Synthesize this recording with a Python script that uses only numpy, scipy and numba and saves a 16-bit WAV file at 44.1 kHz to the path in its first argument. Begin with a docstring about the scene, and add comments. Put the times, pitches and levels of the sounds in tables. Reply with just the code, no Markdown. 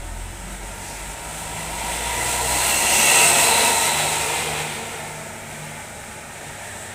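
"""Low, clean firing tones open the scene: a diesel coach pulls away past a phone at a bus terminal's kerb.
The tones are sines at multiples of a firing rate that climbs with the revs, then settles.
The rear engine bay turns to the phone: shaped-noise roar, clatter and hiss swell, combed by a short echo,
with singing bands and air puffs of band-passed noise. They fade into traffic wash, rumble and mains hum.
One microphone feeds both channels."""
import sys
import numpy as np
from scipy import signal
from scipy.fft import rfft, irfft, next_fast_len
from scipy.io import wavfile
from numba import njit

SR = 44100
rng = np.random.default_rng(int(sys.argv[2]) if len(sys.argv) > 2 else 0)


def wav_record(signal):
    """Record a signal, one row per channel, as 16-bit PCM in the file named by sys.argv[1]."""
    frames = np.transpose(np.atleast_2d(signal))
    bounded = np.clip(frames, -1, 1)
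    # unit amplitude maps onto the largest positive 16-bit level
    quanta = np.round(bounded * 32767).astype(np.int16)
    wavfile.write(sys.argv[1], SR, quanta)


N = 306178  # samples, just under 7 s


def undb(db):
    """Turn decibels into an amplitude factor."""
    return 10 ** (np.asarray(db) / 20)


def unit(x):
    """Scale a sound to an RMS level of 1."""
    return x / np.sqrt(np.mean(x ** 2))


def curves(table):
    """Columns of a table, joined by straight lines in time."""
    seconds, *columns = np.transpose(table)
    return [np.interp(np.arange(N) / SR, seconds, column) for column in columns]


def walk(rate):
    """Random levels, rate a second, joined by straight lines; spread near 1."""
    levels = rng.standard_normal(256)
    # joining the levels narrows their spread; 1.2 restores it
    return 1.2 * np.interp(np.arange(N) * rate / SR, np.arange(len(levels)), levels)


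def wash(points, shared_db, own_db, rate):
    """Noise with this spectrum, in half-octave slices that flicker together and alone."""
    hz, db = np.transpose(points)
    size = next_fast_len(N)
    octave = np.log2(np.arange(1, size // 2 + 2) * SR / size)
    shape = undb(np.interp(octave, np.log2(hz), db, -120, -120))
    noise = rfft(rng.standard_normal(size)) * shape
    last_slice = 2 * round(np.log2(hz[-1] / hz[1])) + 2
    out = 0
    for centre in np.log2(hz[1]) + np.arange(-1, last_slice) / 2:
        # triangular slices overlap so that together they add up to the whole spectrum
        window = np.clip(1 - 2 * np.abs(octave - centre), 0, 1)
        out = out + irfft(noise * window, size)[:N] * undb(own_db * walk(rate / 2))
    return unit(out * undb(shared_db * walk(rate)))


@njit
def svf(x, hz, width):
    """State-variable band-pass with a moving centre, gain 1 at the centre."""
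    y, band, low = np.empty(len(x)), 0., 0.
    for i in range(len(x)):
        g, damping = np.tan(np.pi * hz[i] / SR), width / hz[i]
        v = (band + g * (x[i] - low)) / (1 + g * (g + damping))
        band, low, y[i] = 2 * v - band, low + 2 * g * v, damping * v
    return y


# Engine speed. Each row: time in seconds, firing rate in Hz.
ENGINE_SPEED = [(0, 41), (.23, 42), (.35, 46.3), (.67, 46.4), (.85, 47.8), (1.11, 47.8), (1.21, 54),
                (1.65, 53.2), (2.5, 62.5), (3.2, 70), (4.05, 75.9), (5.7, 76), (6.15, 72.8), (6.94, 74)]


def firing_phase():
    """Add up the firing rate into a phase, one turn per firing."""
    return 2 * np.pi * np.cumsum(curves(ENGINE_SPEED)[0]) / SR


# First three exhaust orders, which swell and fade as paths add and cancel; one list per order.
# Each row: time in seconds, level in dB.
ORDER_LEVELS = [
    [(0, -36), (.23, -31), (.35, -40), (.66, -34.5), (.84, -47), (.98, -36), (1.11, -36), (1.18, -48),
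     (1.28, -42), (1.54, -48), (1.68, -39), (2.05, -35), (2.38, -37), (2.52, -34.5), (2.94, -46),
     (3.15, -62), (3.7, -47), (4.6, -45), (4.8, -60), (5.8, -64), (6.02, -47), (6.2, -57), (6.94, -56)],
    [(0, -45), (.05, -39), (.24, -39), (.56, -60), (.8, -43), (1.0, -63), (1.3, -61), (1.54, -44),
     (1.9, -62), (2.24, -40), (2.6, -40), (2.8, -52), (3.22, -39), (3.5, -43), (3.78, -49), (4.04, -34),
     (4.3, -45), (4.62, -35), (4.85, -49), (5.2, -41), (5.38, -52), (5.62, -36), (5.9, -56), (6.5, -48),
     (6.75, -63), (6.94, -62)],
    [(0, -63), (.84, -63), (1.26, -45), (1.68, -42), (1.82, -60), (1.96, -46), (2.1, -58), (3.08, -57),
     (3.22, -47), (3.4, -54), (3.64, -39), (3.8, -55), (4.2, -65), (4.4, -49), (5.25, -47), (5.8, -51),
     (6.1, -66), (6.94, -58)],
]


def exhaust(phase):
    """Firings heard as clean multiples of the firing rate, each wavering a little in level and phase."""
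    out = 0
    for multiple, table in enumerate(ORDER_LEVELS, start=1):
        level = undb(curves(table)[0] + 1.06 * walk(14))
        waver = 0.13 * walk(6.3)  # radians
        out = out + np.sqrt(2) * level * np.sin(multiple * phase + waver)
    return out


# The engine bay's rise and fall. Each row: time in seconds, level in dB.
BAY_LEVEL = [(0, -40), (.3, -40), (.7, -39), (1.1, -37.5), (1.7, -31.5), (2.0, -28.5), (2.5, -22),
             (2.7, -19), (2.8, -20), (3.2, -14.5), (3.3, -16.5), (3.7, -17.5), (3.82, -20.5), (4.2, -24),
             (4.5, -28.5), (4.8, -35.5), (5.6, -34.5), (6.2, -42), (6.75, -37.5), (6.94, -37)]
# Balance of the bay's layers. Each row: time in seconds, then roar, clatter and hiss, in dB
# relative to the bay level.
BAY_BALANCE = [(0, -4.5, -5.5, -3), (1, -2.5, -4, 0), (2, -4.5, -3.5, -2), (2.65, -7, -7.5, -1.5),
               (3.2, -9, -5.5, -1.5), (3.6, -7.5, -5.5, -3), (4.1, -5, -3.5, -2.5), (4.8, -0.5, 1.5, 0),
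               (5.3, -11.5, -11.5, -8.5), (6.2, -4, -4.5, -3), (6.94, -6.5, -8, -5)]
# Colour of the three layers. Each row: frequency in Hz, relative noise density in dB per Hz.
ROAR_SPECTRUM = [(150, -9), (200, -12.5), (300, -12), (400, -9), (520, -7), (680, -5.5), (840, -0.5),
                 (950, -1), (1020, -8), (1120, -15), (1300, -32)]
CLATTER_SPECTRUM = [(900, -13), (1100, -10), (1350, -4), (1600, -7), (2000, -2), (2500, -2.5), (3100, -4.5),
                    (4000, -6.5), (4700, -13), (5500, -27)]
HISS_SPECTRUM = [(2650, -39), (4500, -19.5), (4990, -11.5), (6890, -7), (8230, 0.5), (9520, -7.5),
                 (12400, -15.5), (14800, -17.5), (15600, -17)]
GRILLE_S, GRILLE_LASTS_S = 3.13, 0.99  # grille faces the phone; time either side to fall to 1/e
ECHO_MS, ECHO_TOP_HZ = 1.47, 7300
ECHO_AWAY, ECHO_FACING = .08, 0.17  # gain of the echo, grille turned away and facing
THROB_AWAY, THROB_FACING = 0.067, 0.16  # depth of the firing throb, likewise


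def engine_bay(phase):
    """Roar, clatter and hiss, the last two puffed once a firing, reach the phone twice."""
    roar_db, clatter_db, hiss_db = curves(BAY_BALANCE)
    facing = np.exp(-((np.arange(N) / SR - GRILLE_S) / GRILLE_LASTS_S) ** 2)
    echo = ECHO_AWAY + (ECHO_FACING - ECHO_AWAY) * facing
    throb = THROB_AWAY + (THROB_FACING - THROB_AWAY) * facing
    puff = 1 + throb * np.cos(phase)
    clatter = undb(clatter_db) * wash(CLATTER_SPECTRUM, 0.31, 0.83, 9)
    hiss = undb(hiss_db) * wash(HISS_SPECTRUM, 0.54, 0.43, 18)
    # gusts and passing panels shake the treble as a whole
    bright = (clatter + hiss) * undb(0.85 * walk(15))
    roar = undb(roar_db) * wash(ROAR_SPECTRUM, 0.59, 0.6, 7.9)
    sound = roar + puff * bright
    # a second, duller path a little longer combs the spectrum
    late = np.roll(sound, int(ECHO_MS * SR / 1000))
    late = signal.sosfilt(signal.butter(2, ECHO_TOP_HZ, fs=SR, output="sos"), late)
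    return undb(curves(BAY_LEVEL)[0]) * (walls(sound + echo * late) + rings())


# Bands that sing while a panel, duct or vent turns towards the phone.
# Each row: loudest moment in seconds, time either side to fall to 1/e in seconds, early centre in Hz,
# late centre in Hz, approximate width in Hz, level in dB relative to the bay level.
SINGING_BANDS = [(0.62, 0.53, 905, 940, 28, -11), (1.62, 0.39, 935, 950, 35, -9.5),
                 (2.34, 0.36, 950, 965, 30, -7), (3.55, 0.51, 965, 900, 65, -10.5),
                 (4.9, 0.88, 920, 870, 28, -10), (3.39, 0.37, 670, 690, 23, -14),
                 (5.21, 0.45, 636, 665, 19, -9.5), (3.21, 0.45, 765, 830, 22, -15),
                 (2.97, 0.3, 570, 720, 20, -24), (2.0, 0.53, 500, 467, 35, -13.5),
                 (3.47, 0.44, 455, 460, 27, -15.5), (4.65, .45, 450, 465, 33, -7),
                 (3.52, 0.65, 236, 244, 8, -25.5), (3.3, 0.56, 362, 338, 30, -25),
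                 (0.43, 0.32, 350, 340, 15, -9), (.5, 0.44, 185, 190, 7.5, -11),
                 (4.98, 0.64, 1200, 1500, 70, -15), (2.08, 0.43, 1980, 2000, 104, -11.5),
                 (3.02, .3, 1990, 1930, 78, -12), (6.7, .6, 1780, 1800, 140, -9),
                 (3.07, 0.52, 2760, 2640, 174, -8), (4.53, 0.75, 2640, 2220, 180, -10.5),
                 (5.9, 0.64, 2370, 2210, 58, -14), (2.5, 0.53, 4100, 4280, 130, -18),
                 (3.74, 0.83, 4160, 3800, 250, -12), (6.3, 0.97, 3750, 3730, 130, -20),
                 (3.0, .4, 5950, 6000, 170, -18), (3.0, .5, 6550, 6600, 170, -16),
                 (3.1, .6, 8050, 8300, 420, -10), (3.1, .8, 14300, 11700, 6300, -18.5)]
# Short puffs of air. Each row: loudest moment in seconds, time either side to fall to 1/e in seconds,
# centre in Hz, approximate width in Hz, level in dB relative to the bay level.
AIR_PUFFS = [(.9, .13, 6500, 5000, -5), (2.69, .04, 13700, 4960, -17), (6.8, .13, 8000, 1200, -3)]


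def rings():
    """Turbulence sings in each band, in surges, while it points this way; air puffs work alike."""
    t, out, air = np.arange(N) / SR, np.zeros(N), rng.standard_normal(N)
    steady_puffs = [(s, lasts, hz, hz, width, db) for s, lasts, hz, width, db in AIR_PUFFS]
    for s, lasts, early_hz, late_hz, width, db in SINGING_BANDS + steady_puffs:
        near = np.abs(t - s) < 2 * lasts
        hz = np.interp(t[near], [s - lasts, s + lasts], [early_hz, late_hz])
        # two wider passes in a row narrow down to about the stated width
        tone = svf(svf(air[near], hz, 1.5 * width), hz, 1.5 * width)
        surge = undb(db + 1.86 * walk(10)[near])
        swell = np.exp(-((t[near] - s) / lasts) ** 2)
        out[near] += unit(tone) * surge * swell
    return out


# Nearby kiosks and fences. Each row: average extra path in milliseconds, echo level in dB before dulling.
WALL_ECHOES = [(3.1, -11.5), (5.3, -15), (8.7, -13), (13.9, -13.5), (22.0, -12)]
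WALL_DRIFT_MS, WALL_DRIFT_RATE = .25, 1.2  # spread of the path drift; new drift targets a second
WALL_TOP_HZ = 5100


def walls(x):
    """Echoes whose paths drift at random, so fine ripples wander through the spectrum."""
    at = np.arange(N)
    echoes, power = 0, 1
    for ms, db in WALL_ECHOES:
        lag = (ms + WALL_DRIFT_MS * walk(WALL_DRIFT_RATE)) * SR / 1000
        echoes = echoes + undb(db) * x[np.clip(at - lag.astype(int), 0, N - 1)]
        power += undb(2 * db)
    # rough walls dull the treble
    echoes = signal.sosfilt(signal.butter(1, WALL_TOP_HZ, fs=SR, output="sos"), echoes)
    return (x + echoes) / np.sqrt(power)


# The surroundings. Each row: time in seconds, then traffic, rumble and mains hum levels in dB.
SURROUNDINGS = [(0, -42, -42.5, -58), (1, -38, -43, -56), (2, -37, -40.5, -60), (3.4, -31.5, -42.5, -48),
                (4, -38.5, -46, -47), (5, -36, -47, -51), (6, -37.5, -47.5, -51.5),
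                (6.94, -37.5, -47.5, -47)]
# Colour of traffic and tyre rumble. Each row: frequency in Hz, relative noise density in dB per Hz.
TRAFFIC_SPECTRUM = [(110, -9), (180, -4.5), (240, -3), (300, -14), (420, -4), (520, -5.5), (880, -3),
                    (1000, -16.5), (1120, -12.5), (1350, -5.5), (2300, -7), (3000, -19.5), (4500, -25.5),
                    (8400, -12.5), (12500, -28.5), (15600, -29)]
RUMBLE_SPECTRUM = [(18, -28), (28, -2), (45, -6), (70, -1), (110, -4.5), (190, -6.5), (250, -12.5),
                   (330, -9.5)]
HUM_HZ = 100


def terminal():
    """Distant traffic and tyre rumble as flickering noise, and the wiring's hum as a wavering sine."""
    traffic_db, rumble_db, hum_db = curves(SURROUNDINGS)
    hum_level = np.sqrt(2) * undb(hum_db + 1.5 * walk(3.3))
    hum = hum_level * np.sin(2 * np.pi * HUM_HZ * np.arange(N) / SR)
    traffic = undb(traffic_db) * walls(wash(TRAFFIC_SPECTRUM, 0.2, 1.0, 6))
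    rumble = undb(rumble_db) * wash(RUMBLE_SPECTRUM, 0.35, .8, 4.05)
    return traffic + rumble + hum


def scene():
    """One microphone feeds both channels."""
    phase = firing_phase()
    mono = exhaust(phase) + engine_bay(phase) + terminal()
    return np.array([mono, mono])


TOP_HZ = 15540


def record(dry):
    """The phone rounds the loudest peaks and cuts the top steeply."""
    rounded = np.tanh(.8 * dry) / .8
    return signal.sosfilt(signal.ellip(14, .2, 100, TOP_HZ, fs=SR, output="sos"), rounded)


dry = scene()
out = record(dry)
wav_record(out)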